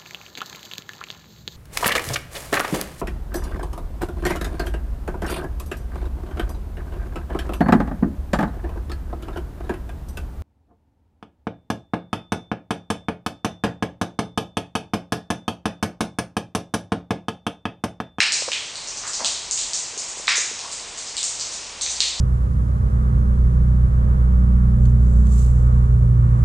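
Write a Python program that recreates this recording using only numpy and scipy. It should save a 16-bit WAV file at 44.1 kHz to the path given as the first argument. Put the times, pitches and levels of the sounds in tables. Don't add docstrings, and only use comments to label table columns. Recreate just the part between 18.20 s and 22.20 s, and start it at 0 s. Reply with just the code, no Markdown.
import sys
import numpy as np
from scipy import signal
from scipy.fft import rfft, irfft, next_fast_len
from scipy.io import wavfile

SR = 44100
rng = np.random.default_rng(int(sys.argv[2]) if len(sys.argv) > 2 else 0)


def put_to_file(sound):
    columns = np.atleast_2d(sound).T
    safe = np.clip(columns, -1, 1)
    whole_steps = np.round(safe * 32767)
    wavfile.write(sys.argv[1], SR, whole_steps.astype(np.int16))


N = 176400
N_FFT = 32768
BIN_HZ = np.maximum(np.arange(N_FFT // 2 + 1) * SR / N_FFT, 1)


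def gain(db):
    return 10 ** (np.asarray(db) / 20)


def log_interp(hz, points):
    point_hz, values = np.array(points).T
    return np.interp(np.log(np.maximum(hz, 1)), np.log(point_hz), values)


def equalise(x, curve):
    size = next_fast_len(N + N_FFT)
    hz = np.arange(size // 2 + 1) * SR / size
    return irfft(rfft(x, size) * gain(log_interp(hz, curve)), size)[..., :N]


def resonance(hz, width_hz, peak_db):
    return gain(peak_db) / (1 + 1j * (BIN_HZ ** 2 - hz ** 2) / (BIN_HZ * width_hz)) ** 2


def add(out, start_s, sound):
    i = int(np.clip(start_s * SR, 0, N - 1))
    out[..., i:i + sound.shape[-1]] += sound[..., :N - i]


# f/Hz, level/dB
SIDE_CURVE = [(700, -42), (1800, -41), (2080, -11), (3000, -23.5), (4000, -22), (5200, -62.5),
              (6100, -24.5), (8000, -8.5), (9500, -12.5)]

def stereo(mid, unrelated):
    side = equalise(unrelated, SIDE_CURVE)[:len(mid)]
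    return np.array([mid + side, mid - side])


# f/Hz, T60/s
ROOM_DECAY = [(500, 0.46), (2000, 0.6), (4500, 0.77), (8000, 0.74)]
# delay/s, level/dB re whole tail
REFLECTIONS = [(.0078, -19), (0.014, -15), (0.0184, -21.5), (.0238, -23.5)]

def room(build_s=0.0052, sparse_s=0.02, path_scatter=0.05):
    t = np.arange(N_FFT) / SR
    sparseness = 0.39 * np.exp(-t / sparse_s)
    grains = np.repeat(rng.standard_normal(N_FFT // 32), 32)
    clumping = np.exp(sparseness * grains - sparseness ** 2)
    noise = rfft(rng.standard_normal((2, N_FFT)) * clumping)
    tail = 0
    for hz, t60_s in ROOM_DECAY:
        band = log_interp(BIN_HZ, [(f, f == hz) for f, _ in ROOM_DECAY])
        tail += irfft(noise * band) * np.exp(-np.log(1000) * t / t60_s)
    tail *= 1 - np.exp(-t / build_s)
    tail /= np.sqrt(np.sum(tail ** 2) / 2)
    for delay_s, db in REFLECTIONS:
        arrival_s = abs(delay_s * (1 + path_scatter * rng.standard_normal()))
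        tail[0, int(arrival_s * SR)] += gain(db)
    return rfft(stereo(*tail))


# f/Hz, relative density/dB
HISS_CURVE = [(20, -13.5), (30, 8), (44, -1), (80, -3), (170, -3), (290, -2), (450, 1), (1000, 3.5),
              (1500, -2.5), (2500, 0), (4500, 1.5), (7200, -2), (9000, -8.5), (11000, -23)]

def hiss(rms_db=-39):
    noise = equalise(rng.standard_normal((2, N)), HISS_CURVE)
    return stereo(*noise / noise.std()) * gain(rms_db)


# t/s, low tone level/dB, high tone level/dB
HUM_LEVELS = [(0, -74, -70), (.37, -66, -64), (.86, -69, -62), (1.05, -57, -72), (1.45, -59, -70),
              (1.7, -72, -70), (2.7, -66, -70), (3.02, -70, -72), (3.17, -67, -56), (3.45, -60, -66),
              (3.8, -50, -66), (4, -52, -66)]

def hum(low_hz=63, high_hz=113):
    t = np.arange(N) / SR
    times_s, low_db, high_db = np.array(HUM_LEVELS).T
    out = np.zeros(N)
    for hz, rms_db in (low_hz, low_db), (high_hz, high_db):
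        amplitude = np.sqrt(2) * gain(np.interp(t, times_s, rms_db))
        out += amplitude * np.sin(2 * np.pi * hz * t)
    return out


# t/s, f/Hz, width/Hz, level/dB
FAR_THUDS = [(.837, 1260, 1100, 11), (.998, 840, 900, 15.5), (1.003, 644, 149, 18), (1.003, 230, 91, 11.5),
             (2.437, 980, 397, 11.5)]

def thuds(direct_db=-12):
    out = np.zeros((2, N))
    for start_s, hz, width_hz, db in FAR_THUDS:
        add(out, start_s, irfft(resonance(hz, width_hz, db) * (gain(direct_db) + room())))
    return out


# t/s, f/Hz, width/Hz, level/dB
HAND_KNOCKS = [(0.222, 565, 394, 11.5), (.280, 519, 194, 18), (.286, 555, 257, 14.5),
               (0.2859, 993, 437, 13), (1.734, 416, 123, 3), (1.77, 416, 98, 10), (1.972, 420, 298, 2),
               (1.998, 510, 297, 4), (2.181, 457, 220, 9.5), (2.313, 444, 200, 6)]

def knocks(room_db=-12):
    out = np.zeros((2, N))
    for start_s, hz, width_hz, db in HAND_KNOCKS:
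        add(out, start_s, irfft(resonance(hz, width_hz, db) * (1 + gain(room_db) * room())))
    return out


def spray(rate_per_s=60, centre_hz=6300, scatter_oct=0.22, direct_db=-7):
    response = irfft(gain(direct_db) + room())
    ticks = np.zeros(N)
    count = int(rate_per_s * N / SR)
    for k, (jitter, pitch, size) in enumerate(rng.standard_normal((count, 3))):
        tick = resonance(centre_hz * 2 ** (scatter_oct * pitch), width_hz=2200, peak_db=-5 + 2.5 * size)
        add(ticks, (k + jitter) / rate_per_s, irfft(tick))
    return signal.fftconvolve(ticks[None], response)[:, :N]


def droplets(drop_db, count=10, mean_flight_s=0.055, centre_hz=7200, scatter_oct=0.24):
    flights_s = rng.exponential(mean_flight_s, count)
    ticks = 0
    for flight_s, (pitch, size_db) in zip(flights_s, rng.standard_normal((count, 2))):
        hz = centre_hz * 2 ** (scatter_oct * pitch)
        tick = resonance(hz, width_hz=710, peak_db=drop_db - 15 + size_db)
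        weakening = np.exp(-0.5 * flight_s / mean_flight_s)
        delay = np.exp(-2j * np.pi * BIN_HZ * flight_s)
        ticks += tick * weakening * delay
    return ticks


def splash(decay_s=0.0011, fizz_re_push_db=3.5):
    fizz = rng.standard_normal(N_FFT) * np.exp(-np.arange(N_FFT) / SR / decay_s)
    fizz /= np.linalg.norm(fizz)
    fizz_gain = gain(fizz_re_push_db)
    return (1 + fizz_gain * rfft(fizz)) / np.hypot(1, fizz_gain)


# t/s; low resonance f/Hz, width/Hz, level/dB;
# high resonance f/Hz, width/Hz, level/dB; direct path level/dB
DROP_IMPACTS = [(.0036, 2530, 1100, 27, 5160, 1200, 20.5, -5), (.004, 1780, 900, 22, 4110, 900, 24, -7.5),
                (.0044, 1000, 700, 11.5, 6800, 2210, 11, -5.5),
                (0.1209, 4980, 3200, 19.5, 7650, 3100, 16.5, -6.5),
                (0.3181, 2950, 2700, 18, 7350, 3000, 6, -8), (0.5556, 4230, 1200, 10.5, 7200, 2970, 4, -10),
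                (0.6737, 5360, 2200, 9, 6930, 2500, 9.5, -15), (0.7716, 4500, 2000, 1, 6400, 1710, 13, -10),
                (0.8682, 4800, 2000, 8, 7480, 1880, 14.5, -13),
                (0.9338, 4820, 2260, 13, 6730, 2300, 14, -8.5),
                (1.0466, 4000, 2560, 19, 7200, 3170, 17, -9.5), (1.311, 4550, 1600, 10, 7060, 2220, 17, -6),
                (1.319, 5200, 2000, 6, 6950, 1600, 19.5, -10),
                (1.3757, 4000, 2800, 13, 7350, 2270, 15.5, -8.5),
                (1.5337, 4600, 2660, 12, 6900, 2500, 18.5, -10.5),
                (1.7772, 4800, 2200, 7, 7060, 2200, 14.5, -9.5),
                (1.885, 4800, 2220, -6, 7100, 2180, 9, -8.5), (1.972, 4800, 2200, -2, 7170, 2500, 7, -17),
                (2.0719, 3725, 1300, 14.5, 7000, 2500, 4, -6),
                (2.0796, 2150, 1200, 25, 5100, 1200, 21.5, -12),
                (2.0809, 1296, 940, 18.5, 3830, 960, 22.5, -3),
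                (2.0872, 1800, 1500, 18, 6640, 2520, 13.5, -10),
                (2.157, 4970, 2500, 5, 6700, 1830, 23, -11.5),
                (2.172, 5100, 2500, -1, 7200, 2800, 10.5, -8),
                (2.3917, 3680, 2000, 2.5, 6300, 3520, 6.5, -7),
                (2.5153, 4570, 2380, 6, 7330, 2500, 11.5, -14), (2.775, 4200, 2400, 4, 7000, 2650, 10, -15),
                (2.86, 4830, 1992, 8, 7260, 2490, 5.5, -18),
                (2.9676, 4000, 2400, 15.5, 7730, 1900, 15, -10),
                (3.03, 5000, 2000, 7.5, 7340, 2620, 15.5, -6.5),
                (3.041, 5370, 2000, 7, 6800, 2210, 15.5, -5), (3.1974, 4800, 3000, 13, 7030, 2400, 13, -13),
                (3.3236, 4340, 2000, 3, 6900, 2800, 10, -10),
                (3.6115, 4060, 1200, 16.5, 6250, 910, 21.5, -9),
                (3.618, 7400, 700, 16.5, 8620, 705, 10.5, -6),
                (3.663, 2020, 1600, 1.5, 4140, 2500, 8, -3.5),
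                (3.697, 6140, 1510, 13.5, 7600, 2020, 12, -8.5),
                (3.753, 4380, 2000, 8, 6450, 2400, -7, -13),
                (3.8045, 4020, 1680, 23.5, 6860, 2970, 15, -2.5),
                (3.8119, 2810, 1720, 13.5, 7500, 2500, 7.5, -9.5),
                (3.995, 4000, 1800, -2, 5800, 2200, 19, -13)]

def drops():
    out = np.zeros((2, N))
    for start_s, low_hz, low_width_hz, low_db, high_hz, high_width_hz, high_db, direct_db in DROP_IMPACTS:
        slap = resonance(low_hz, low_width_hz, low_db) - resonance(high_hz, high_width_hz, high_db)
        direct = gain(direct_db) * splash()
        add(out, start_s, irfft(slap * (direct + room()) + droplets(high_db)))
    return out


def scene():
    return hiss() + hum() + thuds() + knocks() + spray() + drops()


# f/Hz, level/dB
MIC_CURVE = [(1000, 0.5), (2500, 2.5), (3100, 1.5), (3800, 1), (7500, 1), (8700, 1), (9300, -4.5),
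             (10000, -13.5), (10500, -29)]

def record(dry, ceiling=0.8, cutoff_hz=10400):
    coloured = equalise(dry, MIC_CURVE)
    rounded = coloured / (1 + (coloured / ceiling) ** 6) ** (1 / 6)
    lowpass = signal.ellip(8, 0.2, 70, cutoff_hz, fs=SR, output="sos")
    return signal.sosfilt(lowpass, rounded)


dry = scene()
out = record(dry)
put_to_file(out)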